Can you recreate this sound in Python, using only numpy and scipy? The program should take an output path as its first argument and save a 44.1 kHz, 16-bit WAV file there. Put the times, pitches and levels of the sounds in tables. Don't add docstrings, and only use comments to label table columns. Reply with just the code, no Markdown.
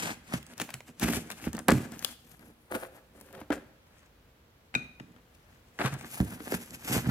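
import sys
import numpy as np
from scipy import signal
from scipy.fft import rfft, irfft, next_fast_len
from scipy.io import wavfile
from scipy.ndimage import uniform_filter1d, map_coordinates

SR = 44100
rng = np.random.default_rng(int(sys.argv[2]) if len(sys.argv) > 2 else 0)


def generate_wav(signal):
    frames = np.transpose(np.atleast_2d(signal))
    scaled = np.clip(frames, -1, 1) * 32767
    pcm = np.round(scaled).astype(np.int16)
    wavfile.write(sys.argv[1], SR, pcm)


N = 313110

# mode_hz, level_db, t60_s
BOX_MODES = [(134.7, 2.5, 0.15), (178, -1.5, 0.095), (230.9, 2, 0.045), (296.3, -7, 0.074),
             (379, -7, 0.046), (441, -13, 0.13), (519.5, -4, 0.071), (625, -6, 0.067), (796, -9.5, 0.046),
             (1080, -5, 0.029)]
# mode_hz, level_db, t60_s
HEAVE_MODES = [(70, 0, 0.15), (98.8, -3.5, 0.19)]
# time_s, left_port_delay_ms, left_minus_right_db, hiss_gain_above_10_khz_db
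HAND_PATH = [(.25, 0.24, 3.5, -2), (.75, -0.034, 0, 2), (1.25, 0.117, 5, 3), (1.75, 0.0086, 4, 2.5),
             (2.25, -0.153, 7.5, 9.5), (2.75, -0.21, 5.5, 14.5), (3.5, -0.044, 6.5, 4.5),
             (4.75, 0.38, -0.5, -15), (5.25, 0.24, 7, 1), (5.9, 0.07, 5, -1), (6.15, 0.19, 2.5, 9.5),
             (6.9, 0.16, 1.5, 4.5)]
BASS_PAN_DB = -2.5
MID_SIDE = np.array([[1], [-1]])


def undb(db):
    return 10 ** (np.asarray(db) / 20)


def unit(x):
    return x / np.sqrt(np.mean(x ** 2))


def colour(x, spectrum):
    hz, db = np.transpose(spectrum)
    size = next_fast_len(N)
    bin_hz = np.maximum(np.arange(size // 2 + 1) * SR / size, 1)
    gain = undb(np.interp(np.log(bin_hz), np.log(hz), db))
    return unit(irfft(rfft(x, size) * gain, size)[..., :N])


def ring(x, modes):
    out = 0
    for hz, db, t60_s in modes:
        radius = np.exp(-np.log(1000) / (t60_s * SR))
        angle = 2 * np.pi * hz / SR
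        poles = [1, -2 * radius * np.cos(angle), radius ** 2]
        out = out + undb(db) * signal.lfilter([0, np.sin(angle)], poles, x)
    return out


def split(x, hz):
    low, high = (signal.butter(3, hz, kind, fs=SR, output="sos") for kind in ("low", "high"))
    return signal.sosfilt(low, x), signal.sosfilt(high, x)


def slips(rate_hz, spread_db):
    size_db = spread_db * np.minimum(rng.exponential(size=N), 4)
    happens = rng.random(N) < rate_hz / SR
    return happens * rng.standard_normal(N) * undb(size_db)


def flicker(rate_hz, step_db):
    hold = int(SR / rate_hz)
    steps = np.repeat(rng.standard_normal(N // hold + 1), hold)
    return undb(step_db * uniform_filter1d(steps, hold)[:N])


def sides(pan_db):
    return undb(np.array([pan_db, -pan_db]) / 2)


def panel_db(hz, pitch_hz):
    octaves = np.log2(hz / pitch_hz)
    return -29 * np.where(octaves > 0, .6, 1) * octaves ** 2


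def strokes(step=64):
    # full_strength_s, swell_s, hold_s,
    # surface_hiss_db, flute_scrape_db, box_rumble_db, panel_pitch_hz
    stroke_table = [(0.0, 0.044, .12, -41.5, -42, -41, 216), (0.34, 0.1, 0.016, -40.5, -43.5, -37.5, 190),
                    (0.513, 0.14, 0.004, -57, -54.5, -50.5, 262), (.61, 0.054, 0.004, -40, -42.5, -37, 237),
                    (.702, .12, .005, -59, -55, -57, 200), (0.747, .04, .005, -57, -49.5, -48, 175),
                    (0.885, 0.052, .01, -58, -56, -52.5, 230), (1.03, 0.038, 0.0029, -31.5, -36, -27, 216),
                    (1.086, 0.071, 0.0043, -31.5, -35.5, -25, 228),
                    (1.157, 0.14, 0.013, -33.5, -41, -30, 206), (1.314, 0.12, 0.0063, -50, -47.5, -45, 252),
                    (1.469, .2, 0.0061, -47, -48.5, -40.5, 217), (1.545, 0.032, .005, -59, -49, -38, 240),
                    (1.582, 0.022, 0.0043, -64, -46, -40, 255),
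                    (1.687, 0.0098, 0.0042, -37.5, -16, -21, 294),
                    (1.723, 0.07, 0.059, -47.5, -57, -28, 181), (1.82, .15, 0.036, -55, -57.5, -44.5, 221),
                    (1.943, 0.11, .01, -59.5, -50.5, -42, 228.6),
                    (2.029, 0.29, 0.096, -53, -56, -56.5, 209), (2.326, 0.29, 0.023, -65, -68, -56, 197),
                    (2.411, 0.067, 0.096, -72.5, -67, -53.5, 274),
                    (2.715, 0.014, 0.0038, -56, -38, -43, 420),
                    (2.751, 0.044, 0.0033, -51, -33.5, -34, 403),
                    (2.835, 0.14, 0.0057, -57.5, -42, -39.5, 417),
                    (2.973, 0.19, .005, -67.5, -56.5, -52, 410),
                    (3.16, 0.078, 0.15, -68.5, -65.5, -56.5, 347),
                    (3.34, 0.038, 0.074, -65.5, -55, -46.5, 383),
                    (3.505, 0.0034, 0.0024, -74, -31.5, -41, 330),
                    (3.522, 0.011, 0.021, -49, -39, -38, 328.4), (3.576, .02, 0.054, -95, -78, -56, 320),
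                    (3.984, 0.33, 0.076, -69, -66, -78, 249), (4.748, 0.016, 0.014, -51.5, -48, -38.5, 181),
                    (4.775, .03, 0.066, -66, -51.5, -47.5, 212), (5.008, 0.073, 0.089, -77, -71, -54, 197),
                    (5.172, 0.091, .005, -82, -58.5, -60, 198), (5.53, 0.54, 0.028, -70, -67, -79, 231),
                    (5.796, 0.0072, 0.027, -47, -31, -33.5, 365),
                    (5.849, 0.079, 0.03, -41, -37, -36.5, 220), (5.927, 0.054, 0.018, -56, -44, -36, 151),
                    (6.019, 0.25, 0.033, -69, -54.5, -49.5, 244),
                    (6.146, 0.51, 0.055, -50, -54.5, -56.5, 150),
                    (6.202, 0.0066, 0.017, -60, -47, -26, 157), (6.311, 0.29, 0.034, -51, -53, -42, 195),
                    (6.461, 0.21, .03, -52, -47.5, -57, 296), (6.543, .12, .005, -41, -39.5, -35.5, 290),
                    (6.624, 0.14, .005, -49, -53, -48, 236), (6.738, 0.16, 0.024, -50, -54.5, -47.5, 200),
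                    (6.885, 0.11, 0.035, -39, -42, -36.5, 218),
                    (6.93, 0.1, 0.046, -29.5, -36.5, -28.5, 166.8),
                    (7.1, 0.16, .005, -44.5, -36.5, -26.5, 180)]
    swell_db = 30
    stop_db_per_s = [499, 597, 357]
    settle_db = [-47, -32, -17]
    settle_db_per_s = [99, 95, 87]
    rest_db = [-82, -87.5, -75.5]

    t = np.arange(0, N + step, step) / SR
    power = undb(rest_db)[:, None] ** 2 * np.ones_like(t)
    weighted_pitch = power[2] * np.mean(np.array(stroke_table)[:, -1])
    for start_s, swell_s, hold_s, *peak_db, pitch_hz in stroke_table:
        after_s = np.maximum(t - start_s - hold_s, 0)
        rise = undb(-swell_db * np.maximum(start_s - t, 0) / swell_s)
        stop = undb(-np.outer(stop_db_per_s, after_s))
        settle = undb(np.array(settle_db)[:, None] - np.outer(settle_db_per_s, after_s))
        stroke = (undb(peak_db)[:, None] * rise) ** 2 * (stop ** 2 + settle ** 2)
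        power = power + stroke
        weighted_pitch = weighted_pitch + stroke[2] * pitch_hz
    curves = (*(10 * np.log10(power)), weighted_pitch / power[2])
    return [np.interp(np.arange(N) / SR, t, curve) for curve in curves]


def rubbing():
    # freq_hz, density_db_per_hz
    liner = [(1470, -7), (2500, 1), (4050, -7.5), (6250, -4), (8370, -4.5), (8980, -7), (10900, -7),
             (12400, -9), (15000, -13.5), (15900, -31), (16500, -36)]
    # freq_hz, density_db_per_hz
    flutes = [(240, -27.5), (400, -3.5), (721, 4.5), (1060, -0.5), (1650, 3.5), (1910, -2), (2840, -11.5),
              (3220, -12), (4680, -17), (6000, -32), (7800, -50), (13200, -120)]
    hiss_grain_db, scrape_grain_db, pressure_db = 2.5, 4., 3.5
    heave_db, heave_octave_db = -10, 10

    t = np.arange(N) / SR
    hiss_db, scrape_db, rumble_db, pitch_hz = strokes()
    hand_s, _, pan_db, top_db = np.transpose(HAND_PATH)
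    wide = .35 * MID_SIDE
    hiss_slips = slips(7100, hiss_grain_db) + wide * slips(11000, hiss_grain_db)
    grit, sheen = split(colour(hiss_slips, liner), 10000)
    hiss = grit + undb(np.interp(t, hand_s, top_db)) * sheen

    scrape_slips = slips(2500, scrape_grain_db) + wide * slips(2500, scrape_grain_db)
    body, edge = split(colour(scrape_slips, flutes), 1840)
    edge_db = np.clip(0.5 * (hiss_db - scrape_db) + 7.0, -12, 3)
    scrape = body + undb(edge_db) * edge

    shake = slips(1100, scrape_grain_db)
    modes = np.array([unit(split(ring(shake, [mode]), 0.71 * mode[0])[1]) for mode in BOX_MODES])
    weight = np.array([undb(db + panel_db(hz, pitch_hz)) for hz, db, _ in BOX_MODES])
    rumble = np.sum(weight * modes, axis=0) / np.sqrt(np.sum(weight ** 2, axis=0))
    heave_gain = undb(heave_db - heave_octave_db * np.log2(pitch_hz / 200))
    rumble = rumble + heave_gain * unit(ring(shake, HEAVE_MODES))

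    face = undb(hiss_db) * hiss * flicker(90, pressure_db)
    face = face + undb(scrape_db) * scrape * flicker(70, pressure_db)
    panned_face = sides(np.interp(t, hand_s, pan_db)) * face
    return panned_face + sides(BASS_PAN_DB)[:, None] * undb(rumble_db) * rumble


def air():
    # freq_hz, density_db_per_hz
    air_spectrum = [(15, -39), (25, -5), (48, -1), (128, -9.5), (154, -12.5), (422, -19.5), (524, -17.5),
                    (568, -19.5), (746, -23), (979, -24), (3230, -31.5), (9080, -44.5), (12200, -38),
                    (16500, -42.5)]
    # tone_hz, rms_db
    hum_tones = [(123.8, -81.5), (468.3, -79.5)]
    air_db = -60.5
    mid, side = (colour(rng.standard_normal(N), air_spectrum) * flicker(3.0, 1.0) for _ in range(2))
    side = signal.sosfilt(signal.butter(1, 900, "high", fs=SR, output="sos"), side)
    t = np.arange(N) / SR
    hum = 0
    for hz, db in hum_tones:
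        hum = hum + np.sqrt(2) * undb(db) * flicker(2.4, 1.0) * np.sin(2 * np.pi * hz * t)
    return undb(air_db) * (mid + 1.13 * side * MID_SIDE) + hum


def room(x):
    # centre_hz, t60_s
    decay_bands = [(150, 0.44), (600, 0.64), (2500, 0.6), (9000, 0.36)]
    t, tail = np.arange(SR) / SR, 0
    for hz, t60_s in decay_bands:
        band = signal.butter(1, [hz / 2, hz * 2], "band", fs=SR, output="sos")
        noise = signal.sosfilt(band, rng.standard_normal((2, SR)))
        mid, side = noise * undb(-60 * t / t60_s) * np.minimum(t / 0.0099, 1)
        pair = mid + min(hz / 2500, 1) * side * MID_SIDE
        tail = tail + pair / np.sqrt(np.sum(mid ** 2) / hz)
    tail = tail / np.sqrt(np.sum(tail ** 2) / 2)
    return signal.fftconvolve(x[None], tail, axes=1)[:, :N]


def ticks(crack_ms=1.82, snap_ms=3.66, rise_ms=0.66):
    # start_s,
    # crack_peak_db, snap_peak_db, left_minus_right_db, crack_ring_hz
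    releases = [(0.336, -27.5, -21.5, 2, 6750), (0.428, -38, -53, -6, 2730), (0.465, -41.5, -64, -8, 6300),
                (0.5357, -44, -58, 13, 3100), (0.579, -37, -61, 16, 6440), (0.599, -21.5, -25, 9, 3000),
                (0.616, -16, -26, 4, 2540), (0.6904, -46, -31.5, 3, 2550), (0.7038, -36, -40, 12, 2620),
                (0.7401, -21.5, -42, 4, 2470), (0.805, -41, -37.5, -3, 2900),
                (0.997, -29.5, -44, 14, 11200), (1.3019, -30, -31, 8, 6700),
                (1.3139, -32.5, -43, -17, 3100), (1.3197, -29, -50, 8.5, 3240),
                (1.4409, -40, -31.5, 7, 2760), (1.5303, -28.5, -41.5, 4, 6900),
                (1.5493, -38.5, -40, 17, 7890), (1.567, -39, -63, -19, 6590), (1.59, -25.5, -34, 7.5, 7800),
                (1.683, -11, -14.5, -7, 2500), (1.7047, -16, -37, 4, 7100), (1.7186, -19.5, -23, 7, 7300),
                (1.92, -34.5, -64, 11, 11200), (1.992, -31, -44, 6, 5800), (2.0248, -32, -36.5, 9, 2850),
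                (2.0465, -14, -30, 11, 3300), (2.294, -49, -65, 9, 10260), (2.393, -53, -59, 21, 11000),
                (2.75, -35, -28, 13, 2400), (3.201, -44, -55, 6, 13000), (3.211, -39, -49, 10, 12600),
                (3.3273, -47, -54, 20, 12400), (3.3498, -50, -46, 17, 3250), (3.4138, -47, -37.5, 5, 2490),
                (3.5037, -37, -28, 11.5, 2830), (4.741, -54, -26.5, 10.5, 2625),
                (4.749, -39, -30, -14.5, 2470), (4.998, -50, -36, 6.5, 2450), (5.12, -58, -67, 0, 7000),
                (5.1624, -64, -52.5, 12, 2700), (5.7888, -50, -22.5, -2, 2440),
                (5.8125, -47, -22, -5, 2640), (5.8603, -40, -21, -3, 2800), (5.9387, -39.5, -48, 19, 8170),
                (6.0102, -36, -36, 6, 2550), (6.045, -55, -32, -1, 2440), (6.202, -33, -24.5, 0, 12460),
                (6.2112, -39, -53, -14, 7360), (6.403, -64, -41, 18, 2400), (6.5202, -30, -25, 6, 12600),
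                (6.6593, -38, -49, -1.5, 11800), (6.7064, -32, -47, -2, 7200), (6.876, -29, -32, -6, 6410)]
    size = 2000
    out, ms = np.zeros((2, N + size)), np.arange(size) / SR * 1000
    bright = signal.butter(2, [3300, 14000], "band", fs=SR, output="sos")
    dull = signal.butter(2, [450, 2300], "band", fs=SR, output="sos")
    for start_s, crack_db, snap_db, pan_db, ring_hz in releases:
        noise = rng.standard_normal((2, size)) * np.minimum(ms / rise_ms, 1)
        burst = noise[0] * np.exp(-ms / crack_ms)
        crack = signal.sosfilt(bright, burst)
        crack = crack + 2.6 * signal.lfilter(*signal.iirpeak(ring_hz, 2.5, fs=SR), burst)
        snap = signal.sosfilt(dull, noise[1] * np.exp(-ms / snap_ms))
        tick = undb(crack_db) * crack / abs(crack).max() + undb(snap_db) * snap / abs(snap).max()
        start = int(start_s * SR)
        out[:, start:start + size] += sides(pan_db)[:, None] * tick
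    return out[:, :N]


def knocks(contact_ms=0.66):
    # start_s, blow_peak_db, panel_pitch_hz, heave_peak_db
    blows = [(0.337, -21.5, 190, -39), (0.601, -40, 660, -53), (0.617, -36.5, 230, -59),
             (0.742, -42.5, 122, -65), (1.028, -36, 182, -32), (1.045, -22, 224, -29),
             (1.098, -25, 253, -55), (1.470, -21, 222, -30.5), (1.548, -31, 237, -55),
             (1.685, -14, 283, -39), (1.696, -12, 273, -35), (1.722, -11.5, 226, -20),
             (1.745, -19, 134, -42), (2.715, -34.5, 338, -46), (2.752, -24, 345, -44),
             (3.415, -37.5, 300, -48), (3.503, -18, 345, -40), (3.524, -27.5, 306, -63),
             (4.759, -27, 196, -68), (5.006, -36.5, 182, -60), (5.846, -23.5, 150, -58),
             (5.925, -29.5, 116, -46), (6.203, -17.5, 199, -19.5), (6.404, -34.5, 290, -50),
             (6.472, -34, 272, -68), (6.522, -20, 345, -47), (6.542, -26, 218, -38.5),
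             (6.911, -24.5, 242, -56), (7.07, -22, 130, -39), (7.087, -27, 152.3, -27)]
    out, push = np.zeros(N + SR), np.zeros(SR // 2)
    size = int(contact_ms * SR / 1000)
    push[:size] = np.sin(np.pi * np.arange(size) / size)
    low = signal.butter(2, 140, fs=SR, output="sos")
    heave = signal.sosfilt(low, ring(push, HEAVE_MODES))
    heave = heave / abs(heave).max()
    for start_s, blow_db, pitch_hz, heave_db in blows:
        share_db = 3.7 * rng.standard_normal(len(BOX_MODES))
        modes = [(hz, db + panel_db(hz, pitch_hz) + share, t60_s)
                 for (hz, db, t60_s), share in zip(BOX_MODES, share_db)]
        thud = ring(push, modes)
        for _ in range(2):
            _, thud = split(thud, .62 * pitch_hz)
        start = int(start_s * SR)
        out[start:start + len(push)] += undb(blow_db) * thud / abs(thud).max() + undb(heave_db) * heave
    return sides(BASS_PAN_DB)[:, None] * out[:N]


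def knife():
    # start_s, tap_db
    laid_down = [(4.7513, -23)]
    # mode_hz, level_db, t60_s
    blade = [(1500, -13, 0.14), (2426, 1, 0.024), (2460, -3, 0.13), (3800, 0, 0.019), (6340, -12, 0.018),
             (7700, -40, 0.036), (11500, -32, .04)]
    taps = np.zeros(N)
    for start_s, db in laid_down:
        taps[int(start_s * SR)] = undb(db)
    rattling = ring(taps, blade) * flicker(120, 2.4)
    return sides(6.4)[:, None] * rattling


def scene():
    room_db = -13.5
    near = rubbing() + ticks() + knocks() + knife()
    n = np.arange(N)
    hand_s, delay_ms, _, _ = np.transpose(HAND_PATH)
    lag = np.interp(n / SR, hand_s, delay_ms) * SR / 1000
    ports = np.array([map_coordinates(near[0], [n - lag], order=3), near[1]])
    return ports + undb(room_db) * room(near.mean(axis=0)) + air()


def record(dry):
    bass_hz, top_hz = 55, 15900
    dry = signal.sosfilt(signal.butter(3, bass_hz, "high", fs=SR, output="sos"), dry)
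    return signal.sosfilt(signal.ellip(8, .2, 70, top_hz, fs=SR, output="sos"), dry)


dry = scene()
out = record(dry)
generate_wav(out)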